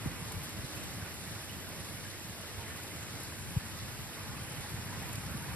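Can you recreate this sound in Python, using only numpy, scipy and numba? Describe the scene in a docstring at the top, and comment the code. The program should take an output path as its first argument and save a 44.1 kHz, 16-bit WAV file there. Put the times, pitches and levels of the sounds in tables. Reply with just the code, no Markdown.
"""Heavy tropical rain hisses on a pool and drums on the roof of a covered terrace. Countless drops blend into a
wash of noise, the deck booms, and near drops splash. Air trapped in the water rings as bubbles, runoff gurgles,
and faint high tones plink. Gusts buffet the two microphone openings (ports) of a hand-held phone that turns
slowly."""
import sys
import numpy as np
from scipy import signal
from scipy.fft import rfft, irfft, next_fast_len
from scipy.io import wavfile
from scipy.ndimage import uniform_filter1d
from numba import njit

SR = 44100
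rng = np.random.default_rng(int(sys.argv[2]) if len(sys.argv) > 2 else 0)


def wrap_up_sound(samples):
    """Save the sound to the file named by the first command line argument, as 16-bit audio."""
    columns = np.atleast_2d(samples).T
    # keep every value between -1 and 1, then stretch to whole-number steps
    tamed = np.clip(columns, -1, 1)
    steps = np.round(tamed * 32767).astype(np.int16)
    wavfile.write(sys.argv[1], SR, steps)


N = 244755
FFT_SIZE = next_fast_len(N, True)
BINS_HZ = np.arange(FFT_SIZE // 2 + 1) * SR / FFT_SIZE + 1


def undb(db):
    """Turn decibels into a number to multiply by."""
    return 10 ** (np.asarray(db) / 20)


def unit(x):
    """Scale a sound so its average strength (rms) is 1."""
    return x / np.sqrt(np.mean(x ** 2))


def colour(x, points):
    """Make some pitches louder and others softer, following (frequency [Hz], level [dB]) points."""
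    hz, db = np.transpose(points)
    gain = undb(np.interp(np.log(BINS_HZ), np.log(hz), db, -120, -120))
    return irfft(rfft(x, FFT_SIZE) * gain, FFT_SIZE)[:, :N]


def wander(per_s):
    """Slide to a new random value, about 1 in size, per_s times a second."""
    hold = int(SR / per_s)
    steps = np.repeat(rng.standard_normal(N // hold + 1), hold)
    return unit(uniform_filter1d(steps, hold)[:N])


def patter(per_s, spread_db, tail_s, far_share):
    """Loudness of drops: each starts suddenly and fades fast, over an even wash of far drops."""
    when, chance = rng.random((int(per_s * N / SR), 2)).T
    size = undb(spread_db * np.minimum(-np.log(1 - chance), 3))  # many small drops, none huge
    hits = np.zeros(N)
    np.add.at(hits, (when * N).astype(int), size ** 2)
    power = signal.lfilter([1], [1, -np.exp(-2 / (tail_s * SR))], hits)
    return np.sqrt(far_share + (1 - far_share) * power / power.mean())


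def noise_pair(tone, loudness):
    """Two unrelated noises with the same tone and loudness."""
    return unit(colour(loudness * rng.standard_normal((2, N)), tone))


@njit
def ring(start, hz, size, cycles, glide, length):
    """Fading tones that each slide upward."""
    out = np.zeros(length)
    for k in range(len(start)):
        fade_samples = cycles * SR / hz[k]
        step = 2j * np.pi * hz[k] / SR
        wave = size[k] + 0j
        turn = np.exp(step - 1 / fade_samples)  # moves the wave on and shrinks it
        rise = np.exp(step * glide / fade_samples)
        for i in range(start[k], min(start[k] + int(5 * fade_samples), length)):
            wave *= turn
            turn *= rise
            out[i] += wave.imag
    return out


def swarm(per_s, low_hz, high_hz, cycles):
    """Many short ringing tones at random times and pitches."""
    sides = []
    for _ in range(2):
        when, pitch, size = rng.random((int(per_s * N / SR), 3)).T
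        hz = low_hz * (high_hz / low_hz) ** (pitch ** 1.2)
        sides.append(ring((when * N).astype(np.int64), hz, undb(22.0 * size), cycles, 0.021, N))
    return unit(np.array(sides))


def stereo(sound):
    """Left and right are more or less alike by pitch; the hiss near 9-11.6 kHz sounds centred."""
    # left and right: (frequency [Hz], likeness [0-1], right lag [rad], left minus right [dB])
    side_match = [(30, .2, -.5, -1), (45, 0.35, -0.5, -.8), (70, .55, 0, -.3), (120, 0.56, 0, -0.2),
                  (200, .66, -.2, -.5), (302, 0.87, -0.5, -0.8), (520, 0.91, -0.5, -1), (900, 0.6, 0, -0.7),
                  (1910, 0.67, 0, -1), (2550, 0.46, 1, -3), (2930, 0.17, 2.5, -5), (3270, 0.6, 3, -1),
                  (3950, 0.31, 3, -.4), (5160, 0.3, 1.3, -0.5), (6020, 0.85, 3, 1), (6600, 0.98, 3, -1.5),
                  (7170, 0.6, 4, 1), (8850, .7, 5.5, 0.5), (9150, .998, 6.28, 0), (11600, .998, 6.28, 0),
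                  (11900, .74, 7, .2), (13650, .65, 8.5, 1), (14050, .85, 9, 0), (14400, 1, 9.425, 0),
                  (16000, 1, 9.425, 0)]
    hz, *columns = np.transpose(side_match)
    like, lag, pan_db = (np.interp(BINS_HZ, hz, c) for c in columns)
    left, other = rfft(sound, FFT_SIZE)
    right = like * np.exp(-1j * lag) * left + np.sqrt(1 - np.clip(like, 0, 1) ** 2) * other
    return irfft(np.array([left * undb(pan_db / 2), right * undb(-pan_db / 2)]), FFT_SIZE)[:, :N]


def wind_rumble(t):
    """Swirls of air shake the microphones unevenly."""
    # tone of the rumble: (frequency [Hz], level [dB])
    tone = [(20, -34), (32, -19), (45, -11.5), (63, -5), (100, 1), (130, -3.5), (200, -6), (280, -15.5),
            (450, -28)]
    # strength of the gusts: (time [s], level [dB])
    gusts = [(0.0, -41.5), (.2, -43), (.29, -46.5), (.36, -43), (0.44, -46.5), (0.52, -48), (0.6, -43.5),
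             (.69, -48.5), (0.8, -46), (0.92, -44), (1.17, -48), (1.33, -47), (1.6, -46.5), (2.1, -49.5),
             (2.47, -50.5), (2.65, -48), (2.8, -47), (3.0, -46.5), (3.25, -47.5), (3.5, -45.5), (3.69, -47),
             (3.95, -44.5), (4.12, -48.5), (4.35, -45.5), (4.6, -46), (4.67, -48), (4.74, -43.5),
             (4.95, -43.5), (5.38, -42), (5.55, -44)]
    flutter = undb(1.5 * wander(18))
    return noise_pair(tone, flutter) * undb(np.interp(t, *np.transpose(gusts)))


def wind_puffs(t):
    """The strongest swirls push the microphones in single swings that slow as they pass."""
    # puffs: (time [s], level [dB], swing rate [Hz], length [s], left minus right [dB])
    thumps = [(0.064, -22.5, 190, 0.007, 1), (.078, -26.5, 111, 0.021, -5), (0.23, -32.5, 113, 0.022, 0),
              (.317, -40, 130, 0.013, 0), (0.349, -34, 100, 0.021, -1), (0.372, -33, 94, 0.025, 1),
              (.419, -37, 111, .02, 0), (.58, -35, 171, 0.017, 0), (0.599, -32, 86, 0.03, 1),
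              (0.647, -32, 99, 0.016, -4), (0.89, -41, 105, 0.026, 2), (.947, -40, 119, 0.026, -2),
              (1.033, -37, 115, 0.014, -1), (1.28, -39, 136, .012, 0), (1.323, -37, 112, 0.025, 0),
              (1.369, -41, 104, 0.02, 1), (1.794, -40, 107, .02, -4), (1.949, -37.5, 125, .015, -3),
              (2.032, -40, 116, .015, 1), (2.074, -39, 103, .014, -6), (2.254, -39, 114, 0.014, -2),
              (2.299, -36, 130, .012, 0), (2.31, -36, 105, .018, 0), (2.401, -46, 113, 0.014, -1),
              (2.957, -39, 134, 0.0094, 0), (3.397, -40, 107, 0.015, 1), (3.575, -20, 112, 0.021, 2),
              (3.828, -37, 115, 0.02, -2), (3.891, -39, 121, .013, 4), (4.002, -36, 112, 0.025, 1),
              (4.213, -39, 107, .014, -9), (4.296, -35.5, 100, 0.019, 1), (4.423, -39, 111, .028, 0),
              (4.517, -37, 125, .022, 0), (4.595, -35.5, 105, 0.035, 1), (4.747, -34, 114, 0.026, -1),
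              (4.79, -34, 120, 0.024, -1), (4.866, -34.5, 129, .02, -1), (4.981, -37, 144, .015, -5),
              (5.11, -35, 118, 0.023, 1), (5.151, -34, 95, 0.024, 1), (5.187, -36.5, 137, .017, 1),
              (5.265, -36.5, 100, .03, 0), (5.321, -33, 118, .019, -1), (5.356, -31, 154, 0.022, 0),
              (5.421, -35, 111, .015, 1), (5.495, -36, 110, 0.026, 2)]
    lag_s, lead_s = 0.00057, 0.0018  # a puff hits the right port first, and peaks just before its dip
    out = np.zeros((2, N))
    for s, db, hz, length, pan_db in thumps:
        near = slice(max(int((s - .05) * SR), 0), int((s + .05) * SR))
        age = t[near] - s + lag_s / 2 * np.array([[-1], [1]])
        slowing = 1 - 24.0 * np.clip(age, -.03, .03)
        swing = -np.cos(2 * np.pi * hz * age * slowing)
        swell = np.exp(-(3.0 * (age + lead_s) / length) ** 2)
        out[:, near] += swing * swell * undb(db + np.array([[pan_db], [-pan_db]]) / 2)
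    leak = signal.butter(1, 22, "high", fs=SR, output="sos")  # the slowest part slips past the microphone
    return signal.sosfiltfilt(leak, out)


def plinks():
    """A faint, dense swarm of short, high ringing tones."""
    return swarm(per_s=120, low_hz=1406, high_hz=5540, cycles=21.4) * undb(-58 + 1.5 * wander(6))


def runoff(level_db):
    """Small bubbles gurgle where water runs into the pool."""
    gurgle = swarm(per_s=300, low_hz=781.2, high_hz=2606, cycles=16.8)
    return gurgle * undb(level_db + 0.88 * wander(4.1))


def deck(level_db):
    """Rain on the deck makes a low, wavering boom."""
    # tone of the deck: (frequency [Hz], level [dB])
    tone = [(150, -19), (240, -5), (310, 0.5), (400, -8), (650, -9), (900, -25)]
    return noise_pair(tone, undb(1.6 * wander(6.06))) * undb(level_db)


def bubbles(t):
    """Trapped air rings and shifts a little in pitch."""
    # bubbles: (time [s], pitch [Hz], level [dB], time to fade 60 dB [s], glide [share], rise time [s])
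    rings = [(1.494, 2860, -33.5, 0.022, 0.04, .0012), (2.59, 924, -43.5, 0.19, -0.018, 0.0077),
             (2.662, 2060, -44, .06, .01, .003), (2.7, 1790, -47, .2, .01, .005),
             (2.78, 1950, -45, .1, 0.01, .004), (2.795, 1454, -44, .06, 0.014, .003),
             (2.903, 2060, -46, .07, .01, .003), (2.98, 2050, -44, .06, .01, .003),
             (4.92, 997, -39, 0.1, 0.015, .007)]
    out = np.zeros(N)
    for s, hz, db, fade_s, glide, rise_s in rings:
        age = np.maximum(t - s, 0)
        note = np.sin(2 * np.pi * hz * age * (1 + glide * age / fade_s))
        out += note * undb(db - 60 * age / fade_s) * (1 - np.exp(-age / rise_s))
    return out


def splashes():
    """Near drops burst into a tick of spray; bigger drops reach lower in pitch."""
    # near drops: (time [s], level [dB], low edge of the spray [Hz], time to fade 60 dB [s])
    drops = [(0.3186, -39, 5400, .06), (.387, -46, 8500, .04), (0.417, -44, 1500, .03),
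             (0.433, -41.5, 7500, .07), (0.443, -43, 6500, .04), (.452, -43, 7000, 0.044),
             (0.4913, -42, 7000, 0.041), (0.7503, -43, 5400, .06), (0.835, -42, 6500, .04),
             (1.14, -41, 7000, .03), (1.424, -45, 6500, .04), (1.494, -44, 2300, .03),
             (1.69, -43, 7000, .03), (2.4124, -43, 6500, .03), (2.6993, -47, 7000, .03),
             (2.762, -44, 8000, .05), (2.831, -45, 6500, .04), (3.2, -47, 7000, .1),
             (3.2231, -46, 1500, .03), (3.2306, -44, 6500, .09), (3.503, -45, 7000, .03),
             (4.4333, -45, 6500, .04), (4.494, -45, 7000, .03), (4.5194, -45, 6000, .05),
             (4.529, -45, 7000, .03), (4.6064, -40, 6500, .03), (4.6089, -52, 1400, 0.027),
             (5.0234, -44, 8000, .04), (5.091, -43, 9000, .02), (5.13, -36.5, 7500, .025),
             (5.154, -39, 6500, .025), (5.1545, -39, 2800, .04), (5.3133, -42, 8500, .025),
             (5.3674, -45, 6500, .04), (5.423, -43, 7000, .025)]
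    octaves, top_hz, rise_s = 1.4, 14000, 0.0008
    out, age = np.zeros((2, N)), np.arange(4000) / SR
    for s, db, low_hz, fade_s in drops:
        band = signal.butter(1, [low_hz, min(low_hz * 2 ** octaves, top_hz)], "band", fs=SR, output="sos")
        fade = undb(db - 60 * age / fade_s) * (1 - np.exp(-age / rise_s))
        burst = unit(signal.sosfilt(band, rng.standard_normal((2, len(age))))) * fade
        start = int(s * SR)
        out[:, start:start + len(age)] += burst[:, :N - start]
    return out


def roof(level_db):
    """Countless drops drum on the roof."""
    # tone of the roof: (frequency [Hz], level [dB])
    tone = [(150, -6.5), (300, -2.5), (500, -3), (850, -5), (1400, -4.5), (1900, -3.5), (2200, -5.5),
            (2600, -8), (4000, -17.5), (7000, -23)]
    drumming = patter(per_s=400, spread_db=1.9, tail_s=0.0044, far_share=0.86)
    return noise_pair(tone, drumming) * undb(level_db + 0.97 * wander(8))


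def pool(level_db):
    """Rain hisses on the pool; large and small drops patter in their own ranges of pitch."""
    # tone of the hiss: (frequency [Hz], level [dB])
    tone = [(1500, -13), (2500, -2.5), (3400, 2), (4600, 1), (6000, -0.5), (8000, -1), (9200, -4),
            (10400, -1), (12000, -3), (14000, -4), (16000, -12)]
    # borders between the ranges of different drop sizes: (frequency [Hz])
    edges = [20, 3300, 6300, 9000, 11500, 20000]
    shared = patter(per_s=45, spread_db=4.5, tail_s=0.0045, far_share=0.96)
    spectrum = 0
    for low, high in zip(edges, edges[1:]):
        own = patter(per_s=120, spread_db=4.0, tail_s=0.02, far_share=0.75)
        drops = shared * own * undb(0.68 * wander(7)) * rng.standard_normal((2, N))
        spectrum = spectrum + rfft(drops, FFT_SIZE) * ((BINS_HZ >= low) & (BINS_HZ < high))
    hiss = unit(colour(irfft(spectrum, FFT_SIZE), tone))
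    return hiss * undb(level_db + 0.3 * wander(5.6))  # slight surges of rain


def scene():
    """Add up the rain and the wind, left and right."""
    # the rain grows as the phone turns from the deck to the roof edge:
    # (time [s], roof [dB], runoff [dB], deck [dB], pool [dB])
    rain_levels = [(0.0, -48.5, -56.5, -56.5, -47.5), (.45, -49, -56, -55.5, -47.5),
                   (.75, -49, -62, -53.5, -48), (1.1, -48, -58.5, -55, -48),
                   (1.8, -49.5, -61.5, -54.5, -48.5), (2.35, -49.5, -59, -55.5, -48),
                   (2.5, -50, -57, -58, -48), (2.7, -48, -57, -57, -48), (2.82, -49, -57, -53, -48),
                   (3.0, -49.5, -61, -56.5, -48), (3.3, -50.5, -55.5, -51.5, -47.5),
                   (3.7, -48, -56, -59.5, -48.5), (4.1, -48.5, -55.5, -59, -48.5),
                   (4.6, -47.5, -51.5, -59, -48), (5.1, -47, -54, -56, -47.5),
                   (5.55, -46.5, -52, -56.5, -47.5)]
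    t = np.arange(N) / SR
    times, *columns = np.transpose(rain_levels)
    roof_db, runoff_db, deck_db, pool_db = (np.interp(t, times, c) for c in columns)
    rain = roof(roof_db) + deck(deck_db) + runoff(runoff_db) + plinks() + pool(pool_db)
    return stereo(rain + wind_rumble(t) + splashes() + bubbles(t)) + wind_puffs(t)


def record(dry):
    """The phone loses the deepest bass and the highest treble."""
    low_hz, top_hz = 24, 15740
    dry = signal.sosfilt(signal.butter(2, low_hz, "high", fs=SR, output="sos"), dry)
    return signal.sosfilt(signal.ellip(10, .2, 80, top_hz, fs=SR, output="sos"), dry)


dry = scene()
out = record(dry)
wrap_up_sound(out)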